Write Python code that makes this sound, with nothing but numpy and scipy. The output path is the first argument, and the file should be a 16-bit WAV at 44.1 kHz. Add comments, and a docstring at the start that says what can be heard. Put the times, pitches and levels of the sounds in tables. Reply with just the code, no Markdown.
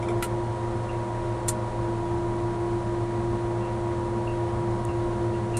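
"""Six-cylinder diesel of a crawler crane, holding speed under a changing load, heard inside the cab.
Its firing hum and the cab boom throb over a dull roar of combustion and fan noise.
Fan and belt-driven parts hum; a hydraulic pump whines above them.
Close by, a panel takes a few soft knocks and a fitting snaps home with sharp, rebounding clicks.
Struck steel clinks faintly on the work site."""
import sys
import numpy as np
from scipy import signal
from scipy.fft import rfft, irfft
from scipy.io import wavfile
from scipy.ndimage import uniform_filter1d

SR = 44100
rng = np.random.default_rng(int(sys.argv[2]) if len(sys.argv) > 2 else 0)


def master(y):
    """Save y as 16-bit WAV."""
    cut = np.clip(np.atleast_2d(y).T, -1, 1)
    pcm = np.round(cut * 32767)  # scale
    wavfile.write(sys.argv[1], SR, pcm.astype(np.int16))


N = 246519
TIME_S = np.arange(N) / SR
BINS_HZ = np.fft.rfftfreq(N, 1 / SR)


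def gain_of(db):
    """Decibels to amplitude."""
    return 10 ** (np.asarray(db) / 20)


def curves(rows):
    """Columns after start time, interpolated over the scene."""
    time_s, *columns = np.transpose(rows)
    return [np.interp(TIME_S, time_s, column) for column in columns]


def spectrum_db(points):
    """Join (freq_hz, level_db) points on a log-frequency axis."""
    freq_hz, level_db = np.transpose(points)
    return np.interp(np.log(BINS_HZ + 1), np.log(freq_hz + 1), level_db)


def lift_db(resonances):
    """Spectral bumps of a set of resonances."""
    return sum(db / (1 + (2 * (BINS_HZ - hz) / width_hz) ** 4) for hz, width_hz, db in resonances)


def noise(shape_db):
    """Unit-rms noise with the given spectral shape."""
    shaped = irfft(rfft(rng.standard_normal(N)) * gain_of(shape_db), N)
    return shaped / np.sqrt(np.mean(shaped ** 2) + 1e-20)


def drift(corner_hz):
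    """Unit-rms random wander, rolled off above the corner."""
    return noise(-20 * np.log10(1 + (BINS_HZ / corner_hz) ** 4))


def turns_of(rate_hz):
    """Running phase in turns."""
    return np.cumsum(rate_hz * np.ones(N)) / SR


def tone(turns):
    """Unit-rms sine, random start phase."""
    return np.sqrt(2) * np.sin(2 * np.pi * (turns + rng.random()))


def struck(blows, modes, rise_s, blur_ratio):
    """Blows ring modes; scattered echoes blur each into a narrow band and soften the attack."""
    out = np.zeros(N)
    for pitch_hz, mode_db, t60_s in modes:
        ring = noise(-20 * np.log10(1 + ((BINS_HZ / pitch_hz - 1) / blur_ratio) ** 4))
        for start_s, blow_db in blows:
            age_s = np.clip(TIME_S - start_s, 0, 1)
            envelope = gain_of(-60 * age_s / t60_s) * (1 - np.exp(-age_s / rise_s))
            ring_rms = np.sqrt(np.average(ring ** 2, weights=envelope ** 2))
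            out += gain_of(blow_db + mode_db) * envelope * ring / ring_rms
    return out


def steel_clinks():
    """Distant struck steel, ringing in four close modes."""
    # blows on the steel: start_s, level_db
    blows = [(.887, -43), (3.606, -51.5), (3.635, -50.5), (4.273, -41), (4.887, -45), (5.333, -48.5),
             (5.539, -38.5)]
    # steel modes: pitch_hz, gain_db, t60_s
    modes = [(2556, -10.5, 0.26), (2710, -4.5, 0.22), (2760, -6, .16), (2820, -3, 0.12)]
    return struck(blows, modes, rise_s=0.0036, blur_ratio=0.0058)


def panel_knocks():
    """Soft knocks ring a cab panel."""
    # blows on the panel: start_s, level_db
    blows = [(.026, -41.5), (.042, -53.5), (.085, -38.5), (.102, -47)]
    # panel modes: pitch_hz, gain_db, t60_s
    modes = [(420, -0.5, 0.5), (674, -1, 0.45), (1370, -3, 0.12), (2230, 3.5, 0.06), (3400, -6, 0.07),
             (5460, -12, .07), (7300, -11, .07), (9550, -13, 0.11)]
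    return struck(blows, modes, rise_s=0.00089, blur_ratio=0.091)


def fitting_clicks(build_db=28, hold_t60s=0.057, crack_gain=0.42, crack_s=0.0016):
    """A fitting slips and snaps home; dense reflections between the panes die in about 0.1 s."""
    # clicks and rebounds: start_s, build_s, t60_s, body_db, ring_db, snap_db
    clicks = [(0.2245, 0.001, 0.082, -29, -37, -40), (0.2285, 0.00055, 0.026, -32.5, -46, -37),
              (0.235, 0.0014, 0.1, -56, -37, -47), (0.2455, 0.0011, 0.063, -38, -48, -53),
              (1.477, 0.0015, 0.067, -42.5, -43, -55), (1.4819, 0.0014, 0.066, -36, -27.5, -40),
              (1.4866, 0.0013, 0.074, -41, -24.5, -44), (4.8516, 0.00026, 0.0037, -62, -36, -55),
              (5.5685, 0.001, .1, -42, -33, -60)]
    # spectra of the body, ring and bright snap: freq_hz, relative_db
    body = [(500, -26), (820, -0.5), (1100, -33), (1350, 5), (1650, -10.5), (2200, 0), (2900, -7.5),
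            (4200, -10), (5300, -12.5), (9000, -31), (16000, -53)]
    ring = [(2000, -41), (4000, -19), (5600, -13.5), (6400, -10.5), (7400, -6.5), (8700, -2), (9500, -2.5),
            (11000, -15), (15500, -36)]
    snap = [(3000, -37), (6000, -22), (9000, -8), (11500, 6), (13500, -7), (16000, -11)]
    # fitting resonances: centre_hz, width_hz, lift_db
    resonances = [(850, 120, 8), (1405, 120, 10), (1870, 290, 10.5), (2250, 130, 3), (2915, 340, 7),
                  (3530, 330, 7), (4130, 190, 9), (7300, 340, 4.5), (8440, 250, -1), (8540, 60, 9),
                  (9000, 170, 3), (9100, 100, 3.5), (9550, 200, 0)]
    parts = [noise(spectrum_db(colour) + lift_db(resonances)) for colour in (body, ring, snap)]
    out = np.zeros(N)
    for start_s, build_s, t60_s, *levels_db in clicks:
        age_s = TIME_S - start_s - build_s
        rise_db = build_db * np.minimum(age_s / build_s, 0)
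        fall_db = -60 * np.maximum(age_s / t60_s - hold_t60s, 0)  # first reflections hold the level
        crack = 1 + crack_gain * np.exp(-(age_s / crack_s) ** 2)  # direct sound stands above them
        envelope = (TIME_S >= start_s) * crack * gain_of(rise_db + fall_db)
        for part, level_db in zip(parts, levels_db):
            out += gain_of(level_db) * envelope * np.roll(part, rng.integers(N))
    return out


def rumble_swells(swell_s=0.018):
    """Brief low swells in the rumble."""
    # swells: peak_s, pitch_hz, level_db
    swells = [(.115, 229, -41), (.17, 118.5, -39), (.34, 175, -39), (3.6, 197, -36), (4.57, 70, -37),
              (4.58, 212.3, -37), (4.62, 146.6, -33), (4.68, 200, -39), (4.76, 182, -37)]
    return sum(gain_of(db) * np.exp(-((TIME_S - peak_s) / swell_s) ** 2) * tone(hz * TIME_S)
               for peak_s, hz, db in swells)


def roar(level_db=-35, swell_db=0.26, heave_db=2.5, rumble_top_hz=250, hiss_top_hz=10440):
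    """Combustion and fan noise, lifted at the cab's resonances; the rumble heaves unevenly."""
    # spectrum through the cab walls: freq_hz, relative_db
    colour = [(6, -21), (24, -6.5), (100, 1), (160, -10), (290, -9), (420, -6.5), (600, -9.5), (900, -11),
              (1350, -17.5), (1900, -21.5), (2600, -29), (4300, -32), (4750, -36), (9600, -36.5)]
    # cab air resonances: centre_hz, width_hz, lift_db
    resonances = [(209, 58, 7.5), (710, 73, 2), (855, 68, 3), (1065, 100, 6), (1396, 34, 3), (1958, 37, 4)]
    rolloff_db = -20 * np.log10(1 + (BINS_HZ / hiss_top_hz) ** 40)
    wash = noise(spectrum_db(colour) + lift_db(resonances) + rolloff_db)
    rumble = irfft(rfft(wash) / (1 + (BINS_HZ / rumble_top_hz) ** 8), N)
    heaving = wash - rumble + rumble * gain_of(heave_db * drift(11))
    return gain_of(level_db + swell_db * drift(15)) * heaving


def accessories(waver_db=2.7, wander_hz=0.23):
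    """Fan and belt-driven parts, each humming at a nearly constant pitch."""
    # accessory tones: pitch_hz, level_db
    hums = [(29.6, -47.5), (33.6, -48.5), (46, -63), (86.6, -48.5), (101.1, -50.5), (219.4, -51),
            (362.5, -64), (413.8, -54), (620.4, -46.5), (713.3, -55), (722.7, -58), (751.6, -61),
            (1086.1, -75), (1214.6, -60)]
    return sum(gain_of(db + waver_db * drift(4.8)) * tone(turns_of(hz + wander_hz * drift(2.08)))
               for hz, db in hums)


def hydraulic_pump(flutter_db=0.78, jitter_hz=0.35):
    """One clean whine; pitch and level sag and rise slightly."""
    # pump whine: time_s, pitch_hz, level_db
    whine = [(0.1, 963.5, -40.5), (0.52, 958.5, -40), (1.09, 958.5, -39.5), (2.05, 963, -39),
             (2.82, 966, -40.5), (3.47, 957.5, -41), (3.8, 959, -39.5), (4.65, 961, -39), (5, 960, -41),
             (5.5, 957, -41)]
    pitch_hz, level_db = curves(whine)
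    amplitude = gain_of(level_db + flutter_db * drift(13))
    return amplitude * tone(turns_of(pitch_hz + jitter_hz * drift(31)))


def load_gain(load, levels_db):
    """Amplitude at a load, from the levels at no, half and full load."""
    return gain_of(np.interp(load, (0, 0.5, 1), levels_db))


def engine_orders(cycle_turns, load):
    """Harmonics of the four-stroke cycle: some steady, some following the load."""
    # steady tones: cycle_multiple, level_db
    steady = [(3, -52.5), (10, -53), (11, -49.5), (12, -53.5), (17, -52), (45, -57)]
    # load-dependent tones: cycle_multiple, no_load_db, half_load_db, full_load_db
    loaded = [(9, -65, -48.5, -45), (27, -43.5, -43, -56.5), (36, -60, -48, -47)]
    out = sum(gain_of(db) * tone(multiple * cycle_turns) for multiple, db in steady)
    for multiple, *levels_db in loaded:
        out += load_gain(load, levels_db) * tone(multiple * cycle_turns)
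    return out


def cab_boom(cycle_turns, load, throb, throb_level_db=-44, shake_level_db=-48):
    """One engine order booms in the cab; it swells with load, throbs and shakes."""
    # boom tone: cycle_multiple, no_load_db, half_load_db, full_load_db
    boom = (18, -35, -31, -30)
    multiple, *levels_db = boom
    wobble = gain_of(throb_level_db) * throb + gain_of(shake_level_db) * drift(9.2)
    return (load_gain(load, levels_db) + wobble) * tone(multiple * cycle_turns)


def firing_hum(firing_hz, throb, waver_db=0.4, throb_db=0.7, slower_gain_db=-10.3):
    """Deep, throbbing hum of the firings, beating with a slightly slower tone."""
    # slowly rising hum strength: time_s, level_db
    strength = [(.3, -33.5), (5.5, -32.5)]
    # beat, faster once the engine is back at work: time_s, rate_hz
    beat = [(2.3, 6.1), (2.64, 7.1)]
    level_db, = curves(strength)
    beat_hz, = curves(beat)
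    turns = turns_of(firing_hz) + rng.random()
    hum = np.sin(2 * np.pi * turns)
    slower = gain_of(slower_gain_db) * np.sin(2 * np.pi * (turns - turns_of(beat_hz)))
    return np.sqrt(2) * (hum + slower) * gain_of(level_db + throb_db * throb + waver_db * drift(7.8))


def diesel(no_load_firing_hz=115.9, droop_hz=0.75, sag_hz_s=0.302, throb_hz=3.478, crest_s=0.12):
    """Governed diesel: the firing rate droops under load and sags further while load rises."""
    # load easing off, then returning: time_s, load_fraction
    duty = [(0.1, 0.58), (0.52, 0), (1.78, 0.01), (2.04, 1), (2.5, 0.85), (3.4, .7), (3.65, 0.41),
            (5.59, 0.57)]
    load, = curves(duty)
    load_per_s = uniform_filter1d(np.gradient(load, TIME_S), size=SR // 8)
    firing_hz = no_load_firing_hz - droop_hz * load - sag_hz_s * load_per_s
    cycle_turns = turns_of(firing_hz / 6)  # six firings per cycle
    throb = np.cos(2 * np.pi * throb_hz * (TIME_S - crest_s))
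    boom = cab_boom(cycle_turns, load, throb)
    return boom + firing_hum(firing_hz, throb) + engine_orders(cycle_turns, load)


def scene():
    """Mono mix at the operator's seat."""
    machine = diesel() + accessories() + hydraulic_pump() + roar() + rumble_swells()
    return (machine + fitting_clicks() + panel_knocks() + steel_clinks())[None]


def record(dry):
    """Low-pass at 15.7 kHz."""
    taps = signal.firwin(511, 15700, window=("kaiser", 9), fs=SR)
    return signal.oaconvolve(dry, taps[None], "same")


dry = scene()
out = record(dry)
master(out)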